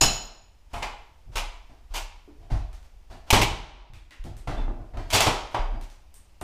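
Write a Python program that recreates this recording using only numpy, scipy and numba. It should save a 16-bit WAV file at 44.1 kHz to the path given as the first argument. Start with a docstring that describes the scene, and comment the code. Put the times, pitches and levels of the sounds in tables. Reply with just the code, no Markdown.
"""Crowbar behind a door jamb.

A hammer drives a steel crowbar in, a few metres off in a stripped room; bar rings, jamb knocks.
The bar levers the trim away: fibres and nails let go in cracks, drawn nails squeak, chips fall.
Boots shift on the boards, the timber frame booms, the bare walls ring on over a low house rumble.
Automatic gain control ducks after the loudest hits."""
import sys
import numpy as np
from scipy import signal
from scipy.fft import rfft, irfft
from scipy.io import wavfile
from scipy.ndimage import uniform_filter1d, minimum_filter1d
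from numba import njit

SR = 44100
rng = np.random.default_rng(int(sys.argv[2]) if len(sys.argv) > 2 else 0)


def wav_out(sig):
    """Save sig, one row per channel (or a flat mono array), as 16-bit PCM at SR to the path in sys.argv[1]."""
    wavfile.write(sys.argv[1], SR, np.round(np.clip(np.atleast_2d(sig).T, -1, 1) * 32767).astype(np.int16))


N = 283563
SIZE = 32768  # samples per event
T = np.arange(SIZE) / SR
HZ = np.maximum(np.fft.rfftfreq(SIZE, 1 / SR), 1)


def undb(db):
    """dB to gain."""
    return 10 ** (np.asarray(db) / 20)


def level(x, db):
    """Scale x to db, its energy taken over 0.1 s."""
    return x * undb(db) / np.sqrt(np.sum(x ** 2) / (SR / 10))


def curve(points, hz):
    """Interpolate (f/Hz, value) points over log frequency."""
    f, value = np.transpose(points)
    return np.interp(np.log(hz), np.log(f), value)


def add(track, t_s, x):
    """Mix x into track at t_s."""
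    i = max(int(t_s * SR), 0)
    track[i:i + len(x)] += x[:max(N - i, 0)]


def colour(x, gain_db):
    """Minimum-phase filter, gain_db given over HZ."""
    cepstrum = irfft(np.log(undb(gain_db)))
    cepstrum[1:SIZE // 2] *= 2
    cepstrum[SIZE // 2 + 1:] = 0
    return irfft(rfft(x, SIZE) * np.exp(rfft(cepstrum)))


def resonance(hz, width_hz):
    """Resonance magnitude, 1 at centre."""
    return 1 / np.hypot(1, (HZ ** 2 - hz ** 2) / (HZ * width_hz))


def shade(weight_db, tilt_db_oct, bass_hz=400, treble_hz=1200, top_hz=9000):
    """Gain in dB: more moving mass adds bass, a sharper break tilts the treble up."""
    octaves = np.log2(np.hypot(1, HZ / treble_hz) / np.hypot(1, HZ / top_hz))
    return weight_db / (1 + (HZ / bass_hz) ** 4) + tilt_db_oct * octaves


def ripple(depth_db, width_hz):
    """Gain in dB: the many close modes of one piece of wood."""
    bins = int(width_hz * SIZE / SR) + 1
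    wavy = uniform_filter1d(uniform_filter1d(rng.standard_normal(len(HZ)), bins), bins)
    return depth_db * wavy / np.std(wavy) * HZ / (HZ + 600)


def burst(length_s, rate_hz, spread_db, dust, rise=0.11):
    """Swelling, dying run of uneven snaps in fine noise; rise is a fraction of length_s."""
    polarity, size, fine = rng.standard_normal((3, SIZE))
    fires = rng.random(SIZE) < rate_hz / SR
    snaps = fires * np.sign(polarity) * undb(spread_db * np.clip(size, -2, 1.5))
    return (snaps + dust * fine) * np.exp(-(T / length_s) ** 1.9) * (1 - np.exp(-T / (rise * length_s)))


def room(x, body_db, direct_db=-4, build_s=0.011, early_db=-2, early_t60_s=0.29):
    """Burst coloured by its body: direct sound, then diffuse echoes whose treble dies first."""
    # room decay: f/Hz, t60/s
    decay = [(60, 0.42), (250, 0.55), (800, 0.66), (2800, 0.57), (5500, 0.6), (9000, 0.36), (15000, 0.25)]
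    # standing waves between doorway and listener: f/Hz, gain/dB
    standing_waves = [(80, 5), (132, 4), (165, -5), (205, -4), (243, 1), (280, 0), (316, 2.5), (360, 2.5),
                      (410, -0.5), (460, -1), (530, -3.5), (600, 1), (1000, 2.5)]
    centres_hz = np.geomspace(120, 15000, 8)
    noise = rfft(rng.standard_normal(SIZE))
    tail = 0
    for hz, share in zip(centres_hz, np.eye(len(centres_hz))):
        band = irfft(noise * np.interp(np.log(HZ), np.log(centres_hz), share))
        tail = tail + band * undb(-60 * T / curve(decay, hz))
    # the burst fills the room; near walls answer first and strongest
    filled = np.sqrt(np.cumsum(x ** 2) / np.sum(x ** 2)) * (1 - np.exp(-T / build_s))
    tail = tail * filled * (1 + undb(early_db - 60 * T / early_t60_s))
    return colour(level(x, direct_db) + level(tail, 0), body_db + curve(standing_waves, HZ))


def room_tone(rms_db=-50):
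    """Low house rumble and faint steady hiss."""
    # noise spectrum: f/Hz, relative density/dB
    spectrum = [(20, -8.5), (48, -9), (70, -14), (120, -31.5), (180, -35.5), (480, -39.5), (850, -39),
                (1500, -47.5), (2600, -45), (4000, -51), (5000, -49), (9000, -57), (15000, -61)]
    hz = np.maximum(np.fft.rfftfreq(N, 1 / SR), 1)
    noise = irfft(rfft(rng.standard_normal(N)) * undb(curve(spectrum, hz)), N)
    return noise * undb(rms_db) / np.std(noise)


def frame_boom(db, hardness_db_oct):
    """A shove sets joists and wall booming; a soft one builds slowly and favours the lowest mode."""
    # frame and floor modes: f/Hz, level/dB, t60/s
    modes = [(30.65, -0.5, 0.7), (39.23, -8.5, 0.79), (46.1, -6.5, 0.78), (71.2, -14, 0.62),
             (81.06, -14, 0.13), (113, -16.5, 0.27)]
    boom = 0
    for hz, mode_db, t60_s in modes:
        detuned_hz = hz * (1 + 0.014 * rng.standard_normal())
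        envelope = undb(mode_db + hardness_db_oct * np.log2(hz) - 60 * T / t60_s)
        boom = boom + envelope * np.sin(2 * np.pi * detuned_hz * T)
    rise_s = 0.0057 * np.exp(-0.05 * hardness_db_oct)
    return level(boom * (1 - np.exp(-T / rise_s)), db)


def leaning():
    """Body weight on bar and floor sways the frame: a soft boom, no knock."""
    # weight shifts: t/s, level/dB
    leans = [(1.905, -33.5), (4.195, -31.5), (4.392, -39.5), (4.598, -24.5), (5.591, -23.5)]
    out = np.zeros(N)
    for t_s, db in leans:
        add(out, t_s, frame_boom(db, hardness_db_oct=-13.5))
    return out


def taps(q=12, overtone_ratio=1.4, overtone_db=-5, tilt_db_oct=-2.5):
    """Tools and falling chips: clicks with two short resonances, duller at low pitch."""
    # light contacts: t/s, level/dB, f/Hz, ring over click/dB
    contacts = [(2.276, -52, 298, 31), (2.729, -59, 6130, -12.5), (2.828, -65.5, 6070, -19),
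                (3.935, -51, 2450, 6), (4.108, -50, 1940, 12), (4.240, -53.5, 3200, -10),
                (4.367, -58, 8500, 8), (5.812, -54.5, 2800, -9), (5.90, -60.5, 5900, 0),
                (6.141, -58, 8700, 22.5), (6.412, -50, 8700, 22.5)]
    out = np.zeros(N)
    for t_s, db, hz, ring_db in contacts:
        modes = resonance(hz, hz / q) + undb(overtone_db) * resonance(hz * overtone_ratio, hz / q)
        body_db = 20 * np.log10(1 + undb(ring_db) * modes) + tilt_db_oct * np.log2(np.hypot(1, HZ / 500))
        cutoff_hz = min(3.7 * hz, 10000)  # contact time softens the top
        body_db -= 10 * np.log10(1 + (HZ / cutoff_hz) ** 4)
        click = burst(length_s=0.003, rate_hz=2800, spread_db=3.5, dust=0.23)
        add(out, t_s, level(room(click, body_db, direct_db=-6), db))
    return out


def nail_squeaks(width_hz=60):
    """A drawn nail sticks and slips in the wood, singing briefly at one pitch."""
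    # squeaks: t/s, level/dB, f/Hz
    squeaks = [(4.562, -56, 3500), (5.600, -64, 4800), (5.748, -71, 4840)]
    out = np.zeros(N)
    for t_s, db, hz in squeaks:
        slips = burst(length_s=0.027, rate_hz=3000, spread_db=3, dust=0.3, rise=0.3)
        body_db = 20 * np.log10(resonance(hz, width_hz) ** 2 + 0.0012)
        add(out, t_s, level(room(slips, body_db, direct_db=9), db))
    return out


def boots(shove_db=1.5):
    """Soles and loose trim knock and scuff on gritty boards; the joists boom below."""
    # knocks: t/s, level/dB, scuff/s, bass weight/dB, grit tilt/(dB/oct)
    steps = [(0.731, -37, 0.015, 5.5, 7), (1.262, -47, .046, 10, -24), (1.693, -55.5, 0.018, -6, 1),
             (2.386, -50, 0.093, 9.5, 2.5), (2.499, -41.5, 0.021, -11, 1), (2.516, -26.5, 0.0092, 14, 3),
             (3.097, -45.5, 0.035, 0, 4), (3.90, -41, 0.025, 17.5, -10), (4.243, -35.5, 0.028, 5, -25),
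             (4.472, -31, .012, -3.5, 0), (4.574, -35.5, .015, -3, -3), (4.679, -39, 0.0052, -10.5, -17.5),
             (4.78, -44.5, .044, 3.5, -12), (4.934, -38.5, .02, 4.5, -2.5), (4.970, -36.5, 0.0084, 1.5, 1),
             (5.72, -40.5, .035, 3, -4), (6.413, -36.5, 0.0041, -14, 0)]
    # floorboard under a heel: f/Hz, gain/dB
    heel = [(35, 2.5), (100, 5.5), (175, 0), (260, -0.5), (380, -5.5), (500, -9.5), (700, -2.5),
            (1100, -15), (2000, -22), (4000, -29.5), (8000, -39.5), (15000, -53.5)]
    out = np.zeros(N)
    for t_s, db, scuff_s, weight_db, tilt_db_oct in steps:
        body_db = curve(heel, HZ) + shade(weight_db, tilt_db_oct, bass_hz=170)
        body_db += ripple(depth_db=5, width_hz=10)
        scuff = burst(scuff_s, rate_hz=1500, spread_db=3, dust=0.2, rise=0.25)
        add(out, t_s, level(room(scuff, body_db, direct_db=-2.5), db))
        # heavier contacts reach higher modes
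        add(out, t_s, frame_boom(db + shove_db, hardness_db_oct=-8 + weight_db))
    return out


def hammer(ring_db=-6, beat_hz=16, echo_gain=0.94, clang_db=7, clang_width_hz=170, shove_db=-11):
    """The head chatters on the bar: steel rings, jamb knocks, frame booms."""
    # hammer on bar: t/s, level/dB
    blows = [(0.009, -13)]
    # crowbar modes: f/Hz, level/dB, t60/s
    bar_modes = [(2589, -9, .45), (2701, -8, .44), (2978, -3, .46), (4102, -2.5, .47), (4172, -16, .65),
                 (5064, -7, .5), (5227, -11, .53), (5298, -9, .55), (5351, -13, .52), (5433, -9, .4),
                 (5803, -19, .55), (6805, -4, .32), (6848, 1.5, .54), (6885, -5, .38), (7079, -10, .3),
                 (8016, -16, .34), (8807, -14, .36), (10580, -13, .3), (11570, -17, .22), (12020, -21, .56),
                 (14560, -21, .26)]
    # struck jamb: f/Hz, gain/dB
    jamb = [(40, 1.5), (90, -7.5), (180, 2.5), (290, -9.5), (520, -9.5), (780, -5), (1050, -12.5),
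            (2000, -18.5), (3000, -18), (6000, -15), (9000, -22.5), (15000, -30.5)]
    out = np.zeros(N)
    steel = sum(undb(mode_db) * resonance(hz, clang_width_hz) ** 2 for hz, mode_db, _ in bar_modes)
    body_db = curve(jamb, HZ) + 20 * np.log10(1 + undb(clang_db) * steel)
    onset = 1 - np.exp(-(T / 0.0022) ** 2)
    for t_s, db in blows:
        chatter = burst(length_s=0.045, rate_hz=2500, spread_db=2.5, dust=0.1, rise=0.12)
        knock = room(chatter, body_db, direct_db=3.5)
        ring = 0
        for hz, mode_db, t60_s in bar_modes:
            # echoes of the moving bar beat against each mode
            echo_hz = hz + beat_hz * rng.standard_normal((5, 1))
            echoes = np.sin(2 * np.pi * (echo_hz * T + rng.random((5, 1))))
            tone = np.sin(2 * np.pi * hz * T) + echo_gain * echoes.sum(axis=0) / np.sqrt(len(echoes))
            ring = ring + tone * undb(mode_db - 60 * T / t60_s)
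        add(out, t_s, level(knock, db) + level(ring * onset, db + ring_db))
        add(out, t_s, frame_boom(db + shove_db, hardness_db_oct=-9.5))
    return out


def prying(strain_s=0.042, strain_db=-23.5, strain_limit_db=-52):
    """Wood creaks under strain, then runs of breaking fibres ring the trim and shove the frame."""
    # trim tearing loose: t/s, level/dB, tear/s, treble tilt/(dB/oct), board ring/dB,
    # direct over room/dB, frame boom/dB
    cracks = [(0.736, -37, 0.017, -7.5, -3, -4, -62), (0.823, -33, 0.02, -1.5, -3, 2, -47),
              (1.354, -31, 0.042, 2.5, -4, 4.5, -30), (1.936, -34, 0.07, 4.5, -3, 6, -45),
              (3.304, -21, 0.0089, 6.5, 4.5, 10, -42), (3.327, 1, 0.026, 2.5, -7, -4.5, -7.5),
              (3.413, -6, 0.026, 4.5, 2.5, 8.5, -8), (5.102, -36, 0.012, 5, -6.5, -3, -46),
              (5.126, -19, 0.032, 4, -16.5, -5, -47.5), (5.204, -22, 0.0093, 4, -17.5, 0.5, -37),
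              (5.261, -21.5, 0.028, -2.5, -22.5, 2.5, -31.5), (5.544, -28, 0.0097, -8.5, -15, -0.5, -58)]
    # splintering wood: f/Hz, gain/dB
    fibres = [(40, -3), (75, 2.5), (130, 2), (190, 1.5), (280, -2.5), (500, 2.5), (720, 3), (1300, -2.5),
              (1800, -9.5), (3200, -6.5), (4000, -10.5), (6000, -12.5), (9000, -20), (15000, -28)]
    # trim board resonances: f/Hz, width/Hz, gain/dB
    board_modes = [(833, 37, 5.5), (942, 102, 4.5), (2286, 810, 6.5), (3005, 140, -2), (3960, 92, -10)]
    out = np.zeros(N)
    fibres_db = curve(fibres, HZ)
    board = sum(undb(db) * resonance(hz, width_hz) ** 2 for hz, width_hz, db in board_modes)
    for t_s, db, tear_s, tilt_db_oct, ring_db, direct_db, boom_db in cracks:
        # louder cracks move more wood, longer tears are fuller: both add bass
        weight_db = 0.5753 * (db + 20) + 2.5 * np.log2(tear_s / 0.021)
        body_db = fibres_db + shade(weight_db, tilt_db_oct) + 20 * np.log10(1 + undb(ring_db) * board)
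        body_db += ripple(depth_db=2, width_hz=49)
        creak = burst(strain_s, rate_hz=1500, spread_db=3, dust=0.3, rise=0.9)
        add(out, t_s - strain_s, level(room(creak, fibres_db), min(db + strain_db, strain_limit_db)))
        tear = burst(tear_s, rate_hz=3500, spread_db=10, dust=0.36)
        add(out, t_s, level(room(tear, body_db, direct_db), db))
        add(out, t_s, frame_boom(boom_db, hardness_db_oct=-10 + weight_db))
    return out


def scene():
    """Work at the doorway over the quiet house, mono."""
    return (hammer() + prying() + boots() + leaning() + taps() + nail_squeaks() + room_tone())[None]


@njit
def follow(x, attack_s, release_s):
    """Attack/release envelope follower."""
    out, envelope = np.empty(len(x)), 0.
    for i in range(len(x)):
        envelope += (x[i] - envelope) / (SR * (attack_s if x[i] > envelope else release_s))
        out[i] = envelope
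    return out


def record(dry, knee_db=-13, attack_s=0.004, hold_s=0.2, release_s=0.26, ceiling=0.55, top_hz=15350):
    """Gain control ducks after loud hits and holds; then soft clip and low-pass."""
    loud_db = 10 * np.log10(np.abs(uniform_filter1d(dry[0] ** 2, size=160)) + 1e-12)
    duck_db = np.minimum(knee_db - loud_db, 0)
    half_hold = int(hold_s * SR / 2)
    held_db = minimum_filter1d(duck_db, 2 * half_hold + 1, origin=half_hold, mode="constant")
    gain = undb(-follow(-held_db, attack_s, release_s))
    rounded = ceiling * np.tanh(dry * gain / ceiling)
    return signal.sosfilt(signal.ellip(10, 0.2, 80, top_hz, fs=SR, output="sos"), rounded)


dry = scene()
out = record(dry)
wav_out(out)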